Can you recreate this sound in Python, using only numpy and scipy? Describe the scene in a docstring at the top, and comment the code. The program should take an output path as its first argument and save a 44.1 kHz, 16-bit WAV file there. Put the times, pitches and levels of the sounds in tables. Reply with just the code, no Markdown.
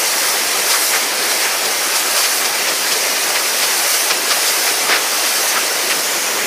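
"""Rushing, hissing water, dotted with drops: a pressure washer sweeps wet block paving, an arm's length away.
Rush, low roar and hiss are noise shaped by level fields; drops are ticks of decaying sine.
One motion drives them: as the jet bites on stone, hiss and mist swell and the roar of pooled water thins.
Each joint between blocks adds a short hollow, spitting rasp (resonant noise), then a slight sag.
At the end the lance swings away: the roar lifts and the main hump of the hiss moves up."""
import sys
import numpy as np
from scipy import signal
from scipy.fft import rfft, irfft
from scipy.io import wavfile
from scipy.ndimage import uniform_filter1d

SR = 44100
rng = np.random.default_rng(int(sys.argv[2]) if len(sys.argv) > 2 else 0)


def dump(signal):
    """Clip the signal to [-1, 1] and save it as 16-bit WAV at the path in sys.argv[1]."""
    limited = np.clip(np.atleast_2d(signal).T, -1, 1)
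    pcm = np.round(limited * 32767).astype(np.int16)
    wavfile.write(sys.argv[1], SR, pcm)


N = 284886  # samples

FRAME, HOP = 1024, 256  # samples
FRAME_HZ = np.fft.rfftfreq(FRAME, 1 / SR)
FRAME_S = np.arange(N // HOP + 5) * HOP / SR


def gain_of(db):
    """Converts dB to an amplitude factor."""
    return 10 ** (np.asarray(db) / 20)


def evened(x):
    """Scales to rms 1."""
    return x / np.sqrt(np.mean(x ** 2) + 1e-20)


def read(points, hz):
    """Interpolates (f/Hz, value) points on a log-frequency axis."""
    f, value = np.transpose(points)
    return np.interp(np.log(hz + 1), np.log(f + 1), value)


def add(mix, start_s, sound):
    """Mixes a sound in from start_s."""
    part = mix[max(round(start_s * SR), 0):][:len(sound)]
    part += sound[:len(part)]


def wander(shape, size):
    """Smoothed noise of rms 1: a moving average over size steps along each axis."""
    z = rng.standard_normal(shape)
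    for axis, steps in enumerate(size):
        z = uniform_filter1d(z, steps, axis)
    return evened(z)


def turbulence(field_db, patchy_db, flutter_db, streak_db=1.32):
    """Noise of rms 1 shaped by a time-frequency level field, with patches, narrow streaks and wideband flutter."""
    shape = field_db.shape
    # sizes: frames, frequency bins
    patches_db = patchy_db * wander(shape, size=(8, 14))
    flutters_db = flutter_db * wander(shape, size=(4, 160))
    streaks_db = streak_db * wander(shape, size=(12, 3))
    level_db = field_db + patches_db + flutters_db + streaks_db
    noise = rng.standard_normal(shape) + 1j * rng.standard_normal(shape)
    spectrogram = noise * gain_of(level_db)
    sound = signal.istft(spectrogram.T, nperseg=FRAME, noverlap=FRAME - HOP)[1]
    return evened(sound[:N])


# bite of the jet on the stone, as the level of its fine mist: (t/s, level/dB)
BITE_CURVE = [(0.0, -22.5), (0.29, -21), (0.45, -24.5), (0.86, -19), (1.13, -26.5), (1.33, -22),
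              (1.6, -24.5), (1.94, -23.5), (1.96, -21.5), (2.14, -22), (2.18, -20.5), (2.39, -21),
              (2.52, -26), (2.86, -24), (3.52, -23), (3.96, -19.5), (4.21, -26), (4.39, -21), (4.7, -21.5),
              (4.91, -25.5), (5.38, -21), (5.67, -25), (5.99, -24), (6.46, -28)]
USUAL_BITE_DB = -23.5


def bite():
    """How much harder than usual the jet bites, in dB, one value a frame."""
    s, db = np.transpose(BITE_CURVE)
    return np.interp(FRAME_S, s, db)[:, None] - USUAL_BITE_DB


# relative spectrum of churning water and roar, per Hz: (f/Hz, level/dB)
RUSH_SPECTRUM = [(25, -55), (65, -53), (100, -47), (150, -16.5), (230, -12.5), (400, -1.5), (700, -1),
                 (1060, -1.5), (1650, -1), (2030, -1.6), (2800, -3), (3600, -5), (6000, -13.5)]
RUSH_RMS_DB = -19
RUSH_DB_PER_BITE_DB, ROAR_DB_PER_BITE_DB = 0.11, -0.82
ROAR_LIFT_DB, SWING_ROAR_LIFT_DB = 0.5, 1.5


def rush(surge_db=0.18):
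    """Water churns on the stone in small surges, over a low roar of pooled water that thins when the jet bites."""
    roar_share = read([(380, 0.92), (600, 0.022)], FRAME_HZ)
    surges_db = surge_db * wander((len(FRAME_S), 1), size=(20,))
    rush_db = RUSH_DB_PER_BITE_DB * bite() + lull() + surges_db
    roar_db = ROAR_LIFT_DB + ROAR_DB_PER_BITE_DB * bite() + SWING_ROAR_LIFT_DB * swing()
    field_db = read(RUSH_SPECTRUM, FRAME_HZ) + (1 - roar_share) * rush_db + roar_share * roar_db
    return gain_of(RUSH_RMS_DB) * turbulence(field_db, patchy_db=0.8, flutter_db=0.23)


# relative spectrum of the jet tearing into mist, per Hz: (f/Hz, level/dB)
HISS_SPECTRUM = [(200, -70), (1520, -68), (3550, -9.5), (4560, -1), (5370, 0), (6080, 0), (7090, -5.5),
                 (7800, -5.5), (9150, -4), (10500, -6.5), (12000, -10), (13700, -10.5), (15300, -19)]
HISS_RMS_DB = -19.5
HISS_DB_PER_BITE_DB, MIST_DB_PER_BITE_DB, TOP_DB_PER_BITE_DB = 0.47, 0.84, 1.6
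SWING_RISE = 0.13  # upward shift of the main hump, as a share of its frequency


def hiss():
    """The jet shatters on the paving; the finest mist makes the top of the hiss, which swells and fades most."""
    bite_slopes = [(5500, HISS_DB_PER_BITE_DB), (8500, MIST_DB_PER_BITE_DB), (14000, TOP_DB_PER_BITE_DB)]
    db_per_bite_db = read(bite_slopes, FRAME_HZ)
    hump_share = read([(7500, 1), (11000, 0)], FRAME_HZ)
    stretch = 1 + SWING_RISE * swing() * hump_share
    field_db = read(HISS_SPECTRUM, FRAME_HZ / stretch) + db_per_bite_db * bite() + lull()
    return gain_of(HISS_RMS_DB) * turbulence(field_db, patchy_db=1.0, flutter_db=0.65)


DROPS_RMS_DB, DROPS_PER_S = -40, 260  # rate is the mean over all pitches together


def spatter(pitches=36, spread_db=2.0, decay_cycles=5.3):
    """Drops and grit land at random: decaying sine ticks of a few cycles, many small and a few large."""
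    t = np.arange(512) / SR
    out = np.zeros(N)
    for hz in np.geomspace(1000, 11000, pitches):
        lands = np.flatnonzero(rng.random(N) < DROPS_PER_S / pitches / SR)
        sizes_db = spread_db * np.minimum(rng.exponential(1, len(lands)), 4)
        clicks = np.zeros(N)
        clicks[lands] = gain_of(sizes_db)
        tick = np.sin(2 * np.pi * hz * t) * np.exp(-hz * t / decay_cycles)
        out += signal.oaconvolve(clicks, tick)[:N]
    return gain_of(DROPS_RMS_DB) * evened(out)


# relative spectrum of water thrown back out of a joint: (f/Hz, level/dB)
SPLASH_SPECTRUM = [(30, -60), (100, -44), (260, -20), (450, -8), (1200, -1.5), (2600, -1), (3600, -0.5),
                   (5200, 2.5), (7200, -8.5), (10000, -11.5), (15000, -30)]
# the jet crosses a joint:
# (middle t/s, nominal length/s, hollow f/Hz, hollow level/dB, splash level/dB, splash tilt/dB per octave)
JOINT_CROSSINGS = [ (0.713, .046, 2000, -33, -16, 3), (0.751, 0.055, 1300, -20.5, -21, 3),
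                   (0.948, 0.055, 1650, -18.5, -23, -6), (1.307, 0.072, 1200, -28, -24, 3),
                   (1.459, .16, 1880, -23.5, -34, -2), (1.656, 0.024, 900, -29, -19, 5),
                   (1.961, 0.031, 900, -25, -18.5, 6), (2.195, 0.074, 1300, -26, -19, 6),
                   (2.249, 0.043, 1900, -22, -17, 4), (2.458, 0.027, 900, -24, -16, 3),
                   (2.691, 0.047, 3400, -30, -20, -2), (2.927, 0.034, 2900, -20, -19, 9),
                   (3.363, 0.029, 1920, -20.5, -20.5, -3), (3.637, 0.045, 2800, -35, -17, -1),
                   (3.941, 0.031, 2000, -33, -21, 6), (4.111, 0.026, 1050, -23, -13, -1.5),
                   (4.317, 0.033, 1450, -21, -13.5, -0.5), (4.482, 0.062, 4000, -22, -23, 8),
                   (4.682, 0.052, 1600, -25, -19, 2), (4.903, 0.033, 1400, -27, -16, -4.5),
                   (4.940, 0.1, 1620, -17, -17, -2.5), (5.27, 0.077, 1500, -33, -22, 0),
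                   (5.569, 0.037, 1310, -16, -28, -2), (5.913, 0.037, 2180, -16.5, -25, 7)]


def joint(middle_s, length_s, hollow_hz, hollow_db, splash_db, tilt_db_per_oct, sharpness=1.2, spit_db=1.1):
    """The gap between two blocks rings broadly under the jet and spits water back in uneven gulps."""
    count = int(length_s * 1.5 * SR)  # leaves room for the taper
    hz = np.fft.rfftfreq(count, 1 / SR) + 1  # clear of zero
    blast, spray = rfft(rng.standard_normal((2, count))) * gain_of(read(SPLASH_SPECTRUM, hz))
    detuning = hz / hollow_hz - hollow_hz / hz
    hollow = irfft(blast / (1 + 1j * sharpness * detuning) ** 2, count)  # two equal resonances in series
    splash = irfft(spray * gain_of(tilt_db_per_oct * np.log2(hz + 300)), count)
    rasp = gain_of(hollow_db) * evened(hollow) + gain_of(splash_db) * evened(splash)
    gulps = evened(gain_of(spit_db * wander(count, size=(90,))))
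    start_s = middle_s - count / SR / 2
    return start_s, rasp * gulps * signal.windows.tukey(count, 0.9)


LULL_AFTER_S, LULL_HALF_WIDTH_S = 0.063, 0.049
LULL_DB_PER_RMS = -3  # per unit rms of the rasp before its taper


def lull():
    """The jet skips past each joint: a brief sag in dB, deeper after a strong rasp, one value a frame."""
    middle_s, length_s, _, hollow_db, splash_db, _ = np.transpose(JOINT_CROSSINGS)
    since_s = FRAME_S[:, None] - (middle_s + length_s / 2 + LULL_AFTER_S)
    rasp_rms = np.hypot(gain_of(hollow_db), gain_of(splash_db))
    sags = rasp_rms * np.exp(-(since_s / LULL_HALF_WIDTH_S) ** 2)
    return LULL_DB_PER_RMS * sags.max(1, keepdims=True)


SWING_AT_S, SWING_LENGTH_S = 5.88, 0.26


def swing():
    """How far the lance has swung away, 0-1, one value a frame."""
    return np.clip((FRAME_S[:, None] - SWING_AT_S) / SWING_LENGTH_S, 0, 1)


def scene():
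    """Everything comes from one spot ahead, the same in both channels."""
    water = rush() + hiss() + spatter()
    for crossing in JOINT_CROSSINGS:
        add(water, *joint(*crossing))
    return np.array([water, water])


# narrow peaks and dips of the microphone: (f/Hz, width/Hz, level/dB)
MIC_COLOUR = [(1065, 86, -1.7), (1260, 83, 0.3), (1406, 72, -1.5), (2034, 80, 2), (2290, 60, -0.5),
              (2350, 55, 2.5), (3560, 330, -1.45)]
LOW_CUT_HZ, BAND_LIMIT_HZ = 113, 15420
CEILING = 0.93  # amplitude that the rounding approaches


def record(dry):
    """A small microphone: uneven midrange, thin bass, the highest peaks rounded off, and a band limit."""
    hz = np.fft.rfftfreq(N, 1 / SR)
    colour_db = sum(db * np.exp(-((hz - centre) / width) ** 2) for centre, width, db in MIC_COLOUR)
    coloured = irfft(rfft(dry) * gain_of(colour_db), N)
    low_cut = signal.butter(2, LOW_CUT_HZ, "highpass", fs=SR, output="sos")
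    thin = signal.sosfilt(low_cut, coloured)
    rounded = thin / (1 + (thin / CEILING) ** 12) ** (1 / 12)
    band_limit = signal.firwin(1023, BAND_LIMIT_HZ, window=("kaiser", 9), fs=SR)
    return signal.oaconvolve(rounded, band_limit[None], "same")


dry = scene()
out = record(dry)
dump(out)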